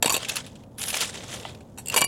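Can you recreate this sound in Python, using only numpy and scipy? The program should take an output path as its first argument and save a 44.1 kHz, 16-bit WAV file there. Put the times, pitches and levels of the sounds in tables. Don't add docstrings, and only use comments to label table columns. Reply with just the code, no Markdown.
import sys
import numpy as np
from scipy import signal
from scipy.fft import rfft, irfft
from scipy.io import wavfile

SR = 44100
rng = np.random.default_rng(int(sys.argv[2]) if len(sys.argv) > 2 else 0)


def master(y):
    cut = np.clip(np.atleast_2d(y).T, -1, 1)
    pcm = np.round(cut * 32767)
    wavfile.write(sys.argv[1], SR, pcm.astype(np.int16))


N = 91551
TIME = np.arange(N) / SR
BURST_TIME = np.arange(4096) / SR


def from_db(db):
    return 10 ** (np.asarray(db) / 20)


def envelope(points):
    return from_db(np.interp(TIME, *np.transpose(points)))


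def add(out, start_s, sound):
    i = int(np.clip(start_s * SR, 0, N - 1))
    out[i:i + len(sound)] += sound[:N - i]


def colour(source, points):
    hz, db = np.transpose(points)
    bins_hz = np.maximum(np.fft.rfftfreq(N, 1 / SR), 1)
    gain = from_db(np.interp(np.log(bins_hz), np.log(hz), db))
    shaped = irfft(rfft(source) * gain, N)
    return shaped / np.sqrt(np.mean(shaped ** 2) + 1e-20)


def contact(modes, level_db, decay_ms, rise_ms=0.24, strike_db=-5, detune=.02, scatter_db=3):
    force = rng.standard_normal(len(BURST_TIME)) * np.exp(-BURST_TIME * 1e3 / decay_ms)
    force *= 1 - np.exp(-BURST_TIME * 1e3 / rise_ms)
    force[0] = from_db(strike_db) * np.linalg.norm(force)
    out = 0
    for k, (hz, width_hz, mode_db) in enumerate(modes):
        hz *= 1 + detune * rng.uniform(-1.25, 1)
        radius = np.exp(-np.pi * width_hz / SR)
        feedback = [1, -2 * radius * np.cos(2 * np.pi * hz / SR), radius ** 2]
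        ringing = signal.lfilter([1, 0, -1], feedback, force) * (1 - radius ** 2) / 2
        out += (-1) ** k * from_db(mode_db + scatter_db * rng.standard_normal()) * ringing
    band_hz = [modes[0][0] / 2, min(modes[-1][0] * 1.3, SR * .45)]
    out = signal.sosfilt(signal.butter(2, band_hz, "band", fs=SR, output="sos"), out)
    return from_db(level_db) * out / np.sqrt(np.mean(out[BURST_TIME < .005] ** 2))


def grains(per_s, ring_ms, low_hz=196, high_hz=16630, spread_db=2.2, clump_db=3, clumps_per_s=160):
    candidates, ping_samples = 24000, 256
    when, chance, smallness, force, phase = rng.random((candidates, 5)).T
    clumps = np.interp(when * TIME[-1] * clumps_per_s, np.arange(N), rng.standard_normal(N))
    db = spread_db * np.minimum(-np.log(1 - force), 5) + clump_db * clumps
    gain = from_db(db) * np.sqrt(smallness)
    hz = low_hz + (high_hz - low_hz) * smallness ** 2
    slips = chance * candidates < per_s * TIME[-1]
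    t = TIME[:ping_samples]
    tones = np.sin(2 * np.pi * (hz[slips, None] * t + phase[slips, None]))
    pings = gain[slips, None] * tones * np.exp(-t * 1e3 / ring_ms)
    positions = (when[slips, None] * N).astype(int) + np.arange(ping_samples)
    return np.bincount(positions.ravel(), pings.ravel(), N)[:N]


# frequency in Hz, gain in dB.
RUMBLE_SPECTRUM = [(20, -21), (40, -12), (70, -5), (100, 2), (140, -6.5), (230, -1.5), (380, -18.5),
                   (550, -16), (850, -37), (1500, -33.5), (3000, -49.5), (8000, -68.5)]

def outdoor_rumble(level_db=-46.5):
    return from_db(level_db) * colour(rng.standard_normal(N), RUMBLE_SPECTRUM)


# time in seconds, level in dB.
RUB_LEVELS = [(0, -51.5), (.15, -44.5), (.4, -48.5), (.7, -53.5), (.95, -49), (1.2, -46.5), (1.39, -44),
              (1.55, -47), (1.75, -54), (1.9, -46.5), (2.07, -41.5)]
# frequency in Hz, gain in dB.
RUB_SPECTRUM = [(60, -41), (130, 7.5), (220, -8.5), (350, -3.5), (550, -3), (900, -9), (2000, -38.5)]

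def rubbing():
    return envelope(RUB_LEVELS) * colour(rng.standard_normal(N), RUB_SPECTRUM)


# time in seconds, relative level in dB.
SLIDE_LEVELS = [(0, -91), (.022, -58), (.04, -33), (.2, -37), (.235, -32.5), (.275, -38.5), (.32, -30.5),
                (.345, -36.5), (.395, -30.5), (.415, -42.5), (.5, -51.5), (.6, -59.5), (.68, -70.5),
                (.77, -67), (.79, -36.5), (.87, -35), (.94, -29.5), (.99, -29.5), (1.025, -25),
                (1.06, -31.5), (1.11, -40.5), (1.15, -32.5), (1.18, -39), (1.25, -40), (1.34, -34.5),
                (1.4, -42.5), (1.49, -38), (1.53, -51.5), (1.63, -65.5), (1.75, -70.5), (1.84, -62),
                (1.905, -42), (1.932, -27.5), (2.04, -46), (2.07, -53)]
TREBLE_LEVELS = [(0, -4), (.4, -3.5), (.7, -0.5), (.8, -2.5), (.92, -2.5), (1.05, 1.5), (1.2, -4.5),
                 (1.35, -0.5), (1.47, -8), (1.8, 6.5), (1.93, -5), (2.07, -17)]
# frequency in Hz, gain in dB.
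BODY_SPECTRUM = [(200, -17.5), (500, 4.5), (900, -1), (1400, -1), (2500, 0.5), (3500, 4.5), (4700, -10.5),
                 (6000, -29), (9000, -54.5)]
TREBLE_SPECTRUM = [(3000, -25), (5000, -4), (6200, -1.5), (7500, -2), (9000, -6.5), (10500, -11.5),
                   (13000, -23.5), (16000, -26.5)]

def gravel_slide(gain_db=-5.5):
    impacts = grains(per_s=9000, ring_ms=1)
    body = colour(impacts, BODY_SPECTRUM)
    treble = envelope(TREBLE_LEVELS) * colour(impacts, TREBLE_SPECTRUM)
    return from_db(gain_db) * envelope(SLIDE_LEVELS) * (body + treble)


# start in seconds, then level in dB in each of four registers.
CLINK_STRIKES = [(0.0251, -44, -33, -32, -37), (.0593, -40, -28, -47, -35), (0.0959, -24, -43, -39, -35),
                 (0.1115, -21.5, -42, -31.5, -31), (1.9627, -26.5, -22, -25, -15),
                 (1.975, -50, -16, -35, -21), (2.0204, -20.5, -17.5, -31, -38),
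                 (2.0454, -33, -25, -32.5, -17)]
CLINK_REGISTERS = [1100, 2600, 4700, 10400]
# frequency in Hz, gain in dB, time to fall 60 dB in seconds.
CLINK_MODES = [(1112, 0, .07), (2330, 0, .09), (2876, -1, .085), (4400, -7, .05), (4678, 0, .17),
               (5755, -6, .04), (7130, -2, .035), (10415, 0, .045), (12550, -8, .03)]

def clinks():
    out = np.zeros(N)
    for start_s, *registers_db in CLINK_STRIKES:
        out[TIME >= start_s] = 0
        for hz, mode_db, t60_s in CLINK_MODES:
            strike_db = np.interp(np.log(hz), np.log(CLINK_REGISTERS), registers_db)
            start_db = mode_db + strike_db + rng.normal(0, 1)
            fall_db = 60 * np.minimum(TIME / t60_s, 10)
            add(out, start_s, from_db(start_db - fall_db) * np.sin(2 * np.pi * hz * TIME))
    return out


# start in seconds, thud, clack and crack levels in dB, force decay in ms.
STONE_KNOCKS = [(0.0255, -22.5, -18.5, -16, 3.9), (.044, -23.5, -27, -31.5, 3),
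                (0.0585, -21, -21, -19, 4.3), (0.0745, -28.5, -31.5, -28, 4.3), (0.08, -30, -26, -30, 0.65),
                (0.0954, -31, -25.5, -20.5, 4.1), (.1017, -28.5, -23, -26.5, 4),
                (0.1232, -28.5, -34, -22.5, 4.8), (0.1319, -43, -30.5, -25, 9.5),
                (0.1418, -27, -23.5, -22.5, 6.8), (.151, -50, -26, -31.5, 6.5),
                (0.165, -28, -24.5, -24.5, 5.2), (0.177, -36.5, -33, -36, 1.8),
                (1.776, -50.5, -45, -45.5, 9), (1.784, -43.5, -43, -36.5, 14),
                (1.942, -24.5, -25.5, -25, 5.2), (1.962, -24, -30.5, -29, 3.7),
                (1.9663, -33.5, -26.5, -19, 8.4), (1.975, -24.5, -29, -19, 4.6),
                (1.981, -28.5, -23, -25, 1.8), (1.988, -31, -46, -23.5, 1.6), (1.994, -36, -33, -32, 5.9),
                (2.0075, -31, -28.5, -23, 7.8), (2.016, -28.5, -25, -16.5, 0.61),
                (2.02, -26, -24.5, -30, 4.1), (2.041, -33, -29, -23, 3.2)]
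# frequency in Hz, bandwidth in Hz, gain in dB.
THUD_MODES = [(214, 460, -8), (600, 164, 3), (744, 265, -0.5), (997, 176, 3.5)]
CLACK_MODES = [(1680, 480, 1.4), (2250, 150, 3.5), (2670, 210, 7.7), (3263, 180, 2.4), (3757, 130, 6.8),
               (4453, 130, 10.9), (4555, 270, 7)]
CRACK_MODES = [(5800, 89, 1), (6110, 780, -7), (7240, 440, 3), (8050, 210, 3), (8580, 200, -1.5),
               (9280, 720, -1), (10500, 85, -0.5), (11340, 100, 0.5), (12100, 310, -8), (12800, 640, -6.5)]

def stone_knocks():
    out = np.zeros(N)
    for start_s, thud_db, clack_db, crack_db, decay_ms in STONE_KNOCKS:
        add(out, start_s, contact(THUD_MODES, thud_db, decay_ms))
        add(out, start_s, contact(CLACK_MODES, clack_db, decay_ms))
        add(out, start_s, contact(CRACK_MODES, crack_db, decay_ms))
    return out


# start in seconds, middle and treble levels in dB, force decay in ms.
GRIT_CRUNCHES = [(0.248, -29.5, -37.5, 6.6), (.286, -32.5, -31, 5.9), (0.293, -29, -26, 6.3),
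                 (.296, -24, -39.5, 2.2), (0.357, -32, -28, 6.1), (.363, -37, -33.5, 4.1),
                 (.367, -25.5, -27, 4.8), (.464, -42.5, -46, 10), (0.555, -50, -54, 6.1),
                 (.636, -54, -60.5, 2.4), (0.783, -40.5, -42, 4.5), (0.816, -32, -31, 5),
                 (0.83, -32, -31, 4.3), (0.838, -30, -31.5, 1.1), (0.863, -55, -41, 1.5),
                 (0.8821, -31.5, -28, 12), (0.9026, -30, -29.5, 5), (0.9426, -26.5, -31, 5.7),
                 (0.953, -32, -29.5, 4.5), (.9705, -34, -26, 3), (1.007, -24, -26, 15),
                 (1.013, -36, -25.5, 4.3), (1.046, -30.5, -41, 2.9), (1.548, -46.5, -53.5, 3.7),
                 (1.607, -53, -57.5, 5.2)]
# frequency in Hz, bandwidth in Hz, gain in dB.
GRIT_MIDDLE_MODES = [(1440, 940, 1), (2597, 320, 13), (3780, 2700, 5.5)]
GRIT_TREBLE_MODES = [(5970, 3000, 13), (7520, 930, 17.5), (9950, 1900, 11), (12400, 3000, -4)]

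def grit_crunches(rise_ms=0.75):
    out = np.zeros(N)
    for start_s, middle_db, treble_db, decay_ms in GRIT_CRUNCHES:
        add(out, start_s, contact(GRIT_MIDDLE_MODES, middle_db, decay_ms, rise_ms))
        add(out, start_s, contact(GRIT_TREBLE_MODES, treble_db, decay_ms, rise_ms))
    return out


# time in seconds, level in dB.
SAND_LEVELS = [(.77, -82), (.785, -39), (.9, -35.5), (1.07, -53), (1.15, -99), (1.34, -45.5), (1.55, -84)]
# frequency in Hz, gain in dB.
SAND_SPECTRUM = [(6000, -38.5), (9000, -6), (10500, 1.5), (12500, -10.5), (14000, -12), (16000, -23)]

def sand_crackle():
    return envelope(SAND_LEVELS) * colour(grains(per_s=7200, ring_ms=0.32), SAND_SPECTRUM)


# start in seconds, level in dB, force decay in ms.
BEDDED_TAPS = [(1.4515, -29.5, 2.4)]
# frequency in Hz, bandwidth in Hz, gain in dB.
BEDDED_MODES = [(815, 280, 4.5), (1450, 100, 3), (2040, 190, 7), (3280, 850, -1)]

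def bedded_tap():
    out = np.zeros(N)
    for start_s, level_db, decay_ms in BEDDED_TAPS:
        add(out, start_s, contact(BEDDED_MODES, level_db, decay_ms))
    return out


# start in seconds, level in dB.
PEBBLE_TICKS = [(1.8594, -34.5), (1.8716, -32.5), (1.8803, -53), (1.884, -25.5), (1.899, -24.5),
                (1.921, -35)]
# frequency in Hz, bandwidth in Hz, gain in dB.
PEBBLE_MODES = [(2710, 85, 4), (4440, 150, -8.5), (4780, 120, -6), (7240, 270, -1.5), (8400, 480, -2),
                (11360, 530, -8.5), (13900, 3100, -19.5)]

def pebble_ticks():
    out = np.zeros(N)
    for start_s, level_db in PEBBLE_TICKS:
        add(out, start_s, contact(PEBBLE_MODES, level_db, decay_ms=2))
    return out


def reflections(direct, gain_db=-14.5, t60_s=0.057, delay_s=.003):
    tail = rng.standard_normal(len(BURST_TIME)) * from_db(-60 * BURST_TIME / t60_s)
    tail *= BURST_TIME > delay_s
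    return from_db(gain_db) * signal.fftconvolve(direct, tail / np.linalg.norm(tail))[:N]


def scene():
    impacts = clinks() + stone_knocks() + bedded_tap() + pebble_ticks()
    shingle = impacts + gravel_slide() + grit_crunches() + sand_crackle()
    return (shingle + reflections(shingle) + rubbing() + outdoor_rumble())[None]


def record(dry, cutoff_hz=16200):
    return signal.sosfilt(signal.ellip(10, .2, 80, cutoff_hz, fs=SR, output="sos"), dry)


dry = scene()
out = record(dry)
master(out)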